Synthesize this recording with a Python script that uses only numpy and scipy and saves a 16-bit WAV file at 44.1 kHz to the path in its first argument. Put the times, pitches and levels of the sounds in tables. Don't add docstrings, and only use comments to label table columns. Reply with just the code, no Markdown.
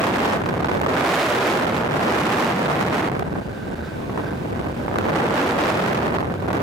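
import sys
import numpy as np
from scipy import signal
from scipy.fft import rfft, irfft, next_fast_len
from scipy.io import wavfile
from scipy.ndimage import map_coordinates

SR = 44100
rng = np.random.default_rng(int(sys.argv[2]) if len(sys.argv) > 2 else 0)


def to_wav(sig):
    pcm = np.clip(np.atleast_2d(sig), -1, 1) * 32767
    pcm = np.round(pcm).astype(np.int16)
    wavfile.write(sys.argv[1], SR, pcm.T)


N = 291942

# time in seconds, level in dB.
ENGINE_LEVEL = [(0, 4), (3.15, -7), (3.31, -3), (4.5, 0), (5.6, 3.5), (6.3, -3)]
# centre in Hz, width in Hz, relative peak in dB.
CASING_MODES = [(1540.2, 58, 12), (1600, 230, 2), (2900, 270, -16), (3620, 410, -8.5), (4570, 130, -11)]
# time in seconds, level in dB.
RINGING_LEVEL = [(3.1, 5), (3.33, 1.5), (3.8, 1.5), (4.45, -2.5), (4.7, -0.5), (6.3, -2)]
# frequency in Hz, relative density in dB per Hz.
RUSH_SPECTRUM = [(60, -3), (500, -3), (1200, -17.5), (2500, -17.5), (6000, -29.5), (10500, -38),
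                 (12000, -40.5), (16000, -42)]
# time in seconds, eddy rate in Hz.
AIRFLOW_SPEED = [(0, 304.6), (0.05, 370.3), (0.1, 284.6), (0.25, 316.4), (0.33, 265.2), (0.4, 152),
                 (0.56, 135.9), (0.77, 150.4), (0.88, 185.1), (0.93, 280), (1.14, 560.8), (1.3, 537),
                 (1.4, 420.2), (1.52, 400.8), (1.62, 265.3), (1.8, 234.5), (1.9, 195.2), (2.08, 326.4),
                 (2.35, 356.4), (2.54, 319.6), (2.66, 245), (2.84, 261.1), (2.9, 204.8), (2.95, 295.2),
                 (3.06, 279.7), (3.1, 140.1), (3.2, 111.9), (3.27, 99.95), (3.35, 111.6), (3.42, 87.95),
                 (3.7, 89.63), (4.0, 100), (4.2, 128.4), (4.37, 101.6), (4.65, 120.9), (4.85, 109.9),
                 (4.98, 159.9), (5.1, 160.1), (5.16, 220), (5.31, 250), (5.38, 365.7), (5.51, 328.6),
                 (5.55, 240.7), (5.63, 335.2), (5.72, 294.5), (5.87, 239.6), (5.95, 240), (6.0, 178.3),
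                 (6.14, 166.2), (6.26, 121.9), (6.38, 108.2), (6.55, 158.1), (6.62, 150.3)]
# time in seconds, change of pressure in dB.
PORT_FACING = [(0, -0.5), (0.55, 4), (0.8, 6.5), (0.95, -1), (1.24, -4.5), (1.5, 1.5), (1.9, 1.5),
               (2.1, 1.5), (2.88, 3.5), (3.06, -3.5), (3.12, 7.5), (3.22, 4.5), (3.45, 0), (3.95, -2.5),
               (4.18, -1.5), (4.85, -0.5), (5.05, 2.5), (5.4, -2), (6.15, 5), (6.3, 3), (6.38, -2),
               (6.45, 3), (6.62, 3.5)]
# time in seconds, note in Hz, level in dB over the turbulence.
STRUT_SHEDDING = [(0, 240, -12.5), (0.21, 230, -8.5), (0.45, 150, -15), (0.9, 200, -15.5), (1.04, 300, -7),
                  (1.15, 450, -17), (1.26, 640, -10), (1.36, 450, -11.5), (1.5, 380, -10), (1.75, 250, -22),
                  (2.15, 220, -12), (2.27, 225, -10.5), (2.35, 265, -8.5), (2.46, 235, -7),
                  (2.6, 200.2, -3), (2.72, 165, -3), (2.85, 180, -8.5), (3.4, 100, -15.5),
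                  (4.9, 150, -16.5), (5.3, 319.9, -13.5), (5.55, 220, -23), (5.8, 170, -13),
                  (5.95, 205, -7), (6.1, 140, -18)]
# time in seconds, crack drive in dB, trailing puff peak in dB.
BUFFET_HITS = [(0.416, 7, 5), (0.435, 0, 2), (0.459, 11, 9), (0.487, 10, 5), (0.509, 8, 0), (0.591, 5, 5),
               (0.624, 11, -2), (0.645, 7.5, 10), (0.655, 4, 7.5), (0.668, 12, 5), (0.684, 6, 2),
               (0.713, 4, 11), (0.793, 2, 8), (0.812, 9, 10), (0.833, 5, 4), (0.862, 5, 9), (1.667, 2, 6),
               (3.097, 5, 3.5), (3.116, 6, 0), (3.147, 6, -9), (3.193, 5, -2), (3.223, 3, 1.5),
               (3.245, -2, -20), (3.355, 4, 0), (4.096, 4, -4), (4.175, 5, -1), (4.302, 1, -15),
               (4.593, 6.5, -3.5), (4.880, 4, 2), (4.908, 5, -5), (4.927, 4, 0), (4.956, 3, 4.5),
               (4.984, 6, 7.5), (5.945, 5, 7), (6.121, 7, -4), (6.183, 8, 7), (6.227, 5.5, 0),
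               (6.300, 8.5, -3), (6.336, 3, 1.5), (6.420, 8, -10), (6.477, 6, -2.5), (6.503, 7, 4),
               (6.529, 0, 2)]
# frequency in Hz, relative density in dB per Hz.
TURBULENCE_SPECTRUM = [(15, -9), (50, 0), (100, 1.5), (160, 1), (300, -5), (700, -15), (1500, -27),
                       (4000, -44), (12000, -63.5)]
# frequency in Hz, left-right correlation (no unit).
PORT_LIKENESS = [(50, 1), (150, 1), (400, 0.81), (900, 0.57), (3000, 0.032)]
# frequency in Hz, gain in dB.
OVERALL_TONE = [(20, -45), (45, -40.5), (75, -29), (130, -24), (260, -20.5), (500, -17.5), (1000, -15.5),
                (1700, -14.5), (2800, -15), (5000, -15), (10500, -12), (11800, -9), (16000, -12)]
# frequency in Hz, gain in dB.
SIDE_GAIN = [(50, -6), (130, 1), (260, 3), (500, 4), (1000, 4.5), (2600, 3), (5000, -1), (10000, -4),
             (13000, -20)]
# frequency in Hz, left minus right in dB.
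PORT_BALANCE = [(100, 0), (250, -0.5), (500, -1.2), (1200, -2.5), (4000, -2.5), (11000, -1)]

FIRING_HZ = 98.3
LEE_HZ, LEE_DB_PER_OCTAVE = 121, 7
EDDY_HZ = 200
OPEN_STREAM_DB, OPEN_STREAM_HZ, KNEE = 7.5, 171, 4.64
FRONT_S, CORE_S = 0.00028, 0.003
LULL_DB, LULL_LEAD_S, LULL_S = 6, 0.0035, 0.004
TOP_HZ = 16400


def amp(db):
    return 10 ** (np.asarray(db) / 20)


def unit(x):
    return x / np.sqrt(np.mean(x ** 2) + 1e-20)


def along(points, hz):
    point_hz, values = np.transpose(points)
    return np.interp(np.log(hz + 1), np.log(point_hz + 1), values)


def curves(rows):
    times, *columns = np.transpose(rows)
    return [np.interp(np.arange(N) / SR, times, column) for column in columns]


def wobble(rate):
    knots = rng.standard_normal(int(N * rate / SR) + 4)
    return map_coordinates(knots, [np.arange(N) * rate / SR])


def filtered(x, response):
    size = 2 * next_fast_len(N // 2 + SR // 4)
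    hz = np.fft.rfftfreq(size, 1 / SR)
    return irfft(rfft(x, size) * response(hz), size)[..., :N]


def coloured(x, points):
    def response(hz):
        cepstrum = irfft(np.log(amp(along(points, hz))))
        half = len(cepstrum) // 2
        folded = np.r_[cepstrum[0], 2 * cepstrum[1:half]]
        return np.exp(rfft(folded, len(cepstrum)))
    return filtered(x, response)


def airflow():
    eddy_hz, = curves(AIRFLOW_SPEED)
    facing_db, = curves(PORT_FACING)
    shelter_db = 40 / KNEE * np.log10(1 + (OPEN_STREAM_HZ / eddy_hz) ** KNEE)
    return eddy_hz, OPEN_STREAM_DB - shelter_db + facing_db


def lulls():
    t = np.arange(N) / SR
    slack = sum(np.exp(-((t - s + LULL_LEAD_S) / LULL_S) ** 2) for s, _, _ in BUFFET_HITS)
    return amp(-LULL_DB * slack)


def engine(drone_db=-19, clatter_db=-27.5, rush_db=-22, throb=0.25, waver_db=2.7,
           unsteady=0.009257, drift_s=0.00007):
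    eddy_hz, _ = airflow()
    lee_loss_db = LEE_DB_PER_OCTAVE * np.log2(np.maximum(eddy_hz / LEE_HZ, 1))
    level_db = curves(ENGINE_LEVEL)[0] - lee_loss_db
    phase = 2 * np.pi * np.cumsum(FIRING_HZ * (1 + unsteady * wobble(9))) / SR
    drone = unit(sum(np.sin(k * phase) / k for k in range(1, 7)))

    def casing(hz):
        return sum(amp(db) * centre * width / (centre ** 2 - hz ** 2 + 1j * hz * width)
                   for centre, width, db in CASING_MODES)

    blows = (1 + throb * np.cos(phase)) * rng.standard_normal(N)
    drifted = np.arange(N) + drift_s * SR * wobble(30)
    ring = map_coordinates(filtered(blows, casing), [drifted], mode="reflect")
    clatter = unit(ring) * amp(curves(RINGING_LEVEL)[0] + waver_db * wobble(7))
    rush_noise = rng.standard_normal((2, N)) + 0.48 * rng.standard_normal(N)
    rush = unit(coloured(rush_noise, RUSH_SPECTRUM))
    return amp(level_db) * (amp(drone_db) * drone + amp(clatter_db) * clatter + amp(rush_db) * rush)


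def vortex_street(wander=0.11, swell_db=3.0):
    note_hz, _ = curves(STRUT_SHEDDING)
    phase = 2 * np.pi * np.cumsum(note_hz * (1 + wander * wobble(90))) / SR
    return unit(np.sin(phase) * amp(swell_db * wobble(40)))


def buffets(stray_rate=80, stray_db=-5, scatter_db=2, rise=0.0016, low_hz=450, high_hz=1000):
    t = np.arange(N) / SR
    hits, puffs = np.zeros((2, N))
    for s, crack_db, puff_db in BUFFET_HITS:
        hits[round(s * SR)] += amp(crack_db)
        age = np.clip((t - s) / rise, 0, 20)
        puffs += amp(puff_db) * age * np.exp(1 - age)
    _, pressure_db = airflow()
    chance, size = rng.random(N), rng.standard_normal(N)
    spin = np.sign(rng.standard_normal(N))
    hits += (chance < stray_rate / SR) * spin * amp(pressure_db + stray_db + scatter_db * size)
    lag = np.arange(-SR // 20, SR // 20 + 1) / SR
    core = -np.tanh(lag / FRONT_S) * np.exp(-np.abs(lag) / CORE_S)
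    cracks = signal.fftconvolve(hits, core, mode="same")

    def band(hz):
        return hz ** 2 / (hz ** 2 + low_hz ** 2) / (1 + (hz / high_hz) ** 4.4)

    swirl = rng.standard_normal((2, N)) + rng.standard_normal(N)
    swings = np.cos(np.angle(signal.hilbert(filtered(swirl, band))))
    return cracks + puffs * swings


def slipstream(gust_db=-0.06, surge=.04, lurch=.15, small_hz=450, small_db=3, tatter_db=1.62):
    eddy_hz, pressure_db = airflow()
    gust, stall = wobble(26), lulls()
    pace = np.exp(surge * gust + lurch * wobble(450) - lurch ** 2 / 2)
    travel = np.cumsum(stall * eddy_hz * pace) / EDDY_HZ
    size = 2 * next_fast_len(N)
    hz = np.fft.rfftfreq(size, 1 / SR)
    angle = np.arccos(np.clip(along(PORT_LIKENESS, hz), -1, 1)) / 2
    noise = rfft(rng.standard_normal((2, size))) * amp(along(TURBULENCE_SPECTRUM, hz))
    common, apart = noise * [np.cos(angle), np.sin(angle)]
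    eddies = np.array([common + apart, common - apart])
    large = 1 / (1 + (hz / small_hz) ** 4)
    field = irfft(eddies * (large + amp(small_db) * (1 - large)))
    ports = np.array([map_coordinates(port, [travel], mode="wrap") for port in field])
    flutter_db = tatter_db * EDDY_HZ / eddy_hz * wobble(70)
    street = amp(curves(STRUT_SHEDDING)[1])
    flow = (unit(ports) + street * vortex_street()) / np.hypot(1, street)
    return stall * flow * amp(pressure_db + gust_db * gust + flutter_db)


def scene():
    return engine() + buffets() + slipstream()


def gain_control(x, ceiling_db=-19.5, memory=0.18, makeup_db=0.7):
    keep = np.exp(-1 / (memory * SR))
    power = np.mean(x ** 2, axis=0) / amp(ceiling_db) ** 2
    load = signal.lfilter([1 - keep], [1, -keep], power, zi=[1])[0]
    return amp(makeup_db) * x / (1 + load ** 2) ** (1 / 4)


def record(dry, hardness=16, give=0.014, hiss_db=-51.0, hiss_hz=2500, ripple_db=-16, ripple_hz=600):
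    limited = dry / (1 + np.abs(dry) ** hardness) ** (1 / hardness)
    clipped = give * dry + (1 - give) * limited
    ripple = filtered(dry - clipped, lambda hz: 1j * hz / (ripple_hz + 1j * hz))
    clipped = clipped + amp(ripple_db) * ripple
    hiss_noise = filtered(rng.standard_normal((2, N)), lambda hz: 1 / (1 + 1j * hz / hiss_hz))
    hiss = amp(hiss_db) * unit(hiss_noise)
    left, right = coloured(clipped + hiss, OVERALL_TONE)
    mid = (left + right) / 2
    side = coloured((left - right) / 2, SIDE_GAIN)
    pair = filtered(np.array([mid + side, mid - side]),
                    lambda hz: amp(np.outer([.5, -.5], along(PORT_BALANCE, hz))))
    pair = gain_control(pair)
    rounded = pair / (1 + (pair / amp(-7.5)) ** 4) ** (1 / 4)
    return filtered(rounded, lambda hz: hz < TOP_HZ)


dry = scene()
out = record(dry)
to_wav(out)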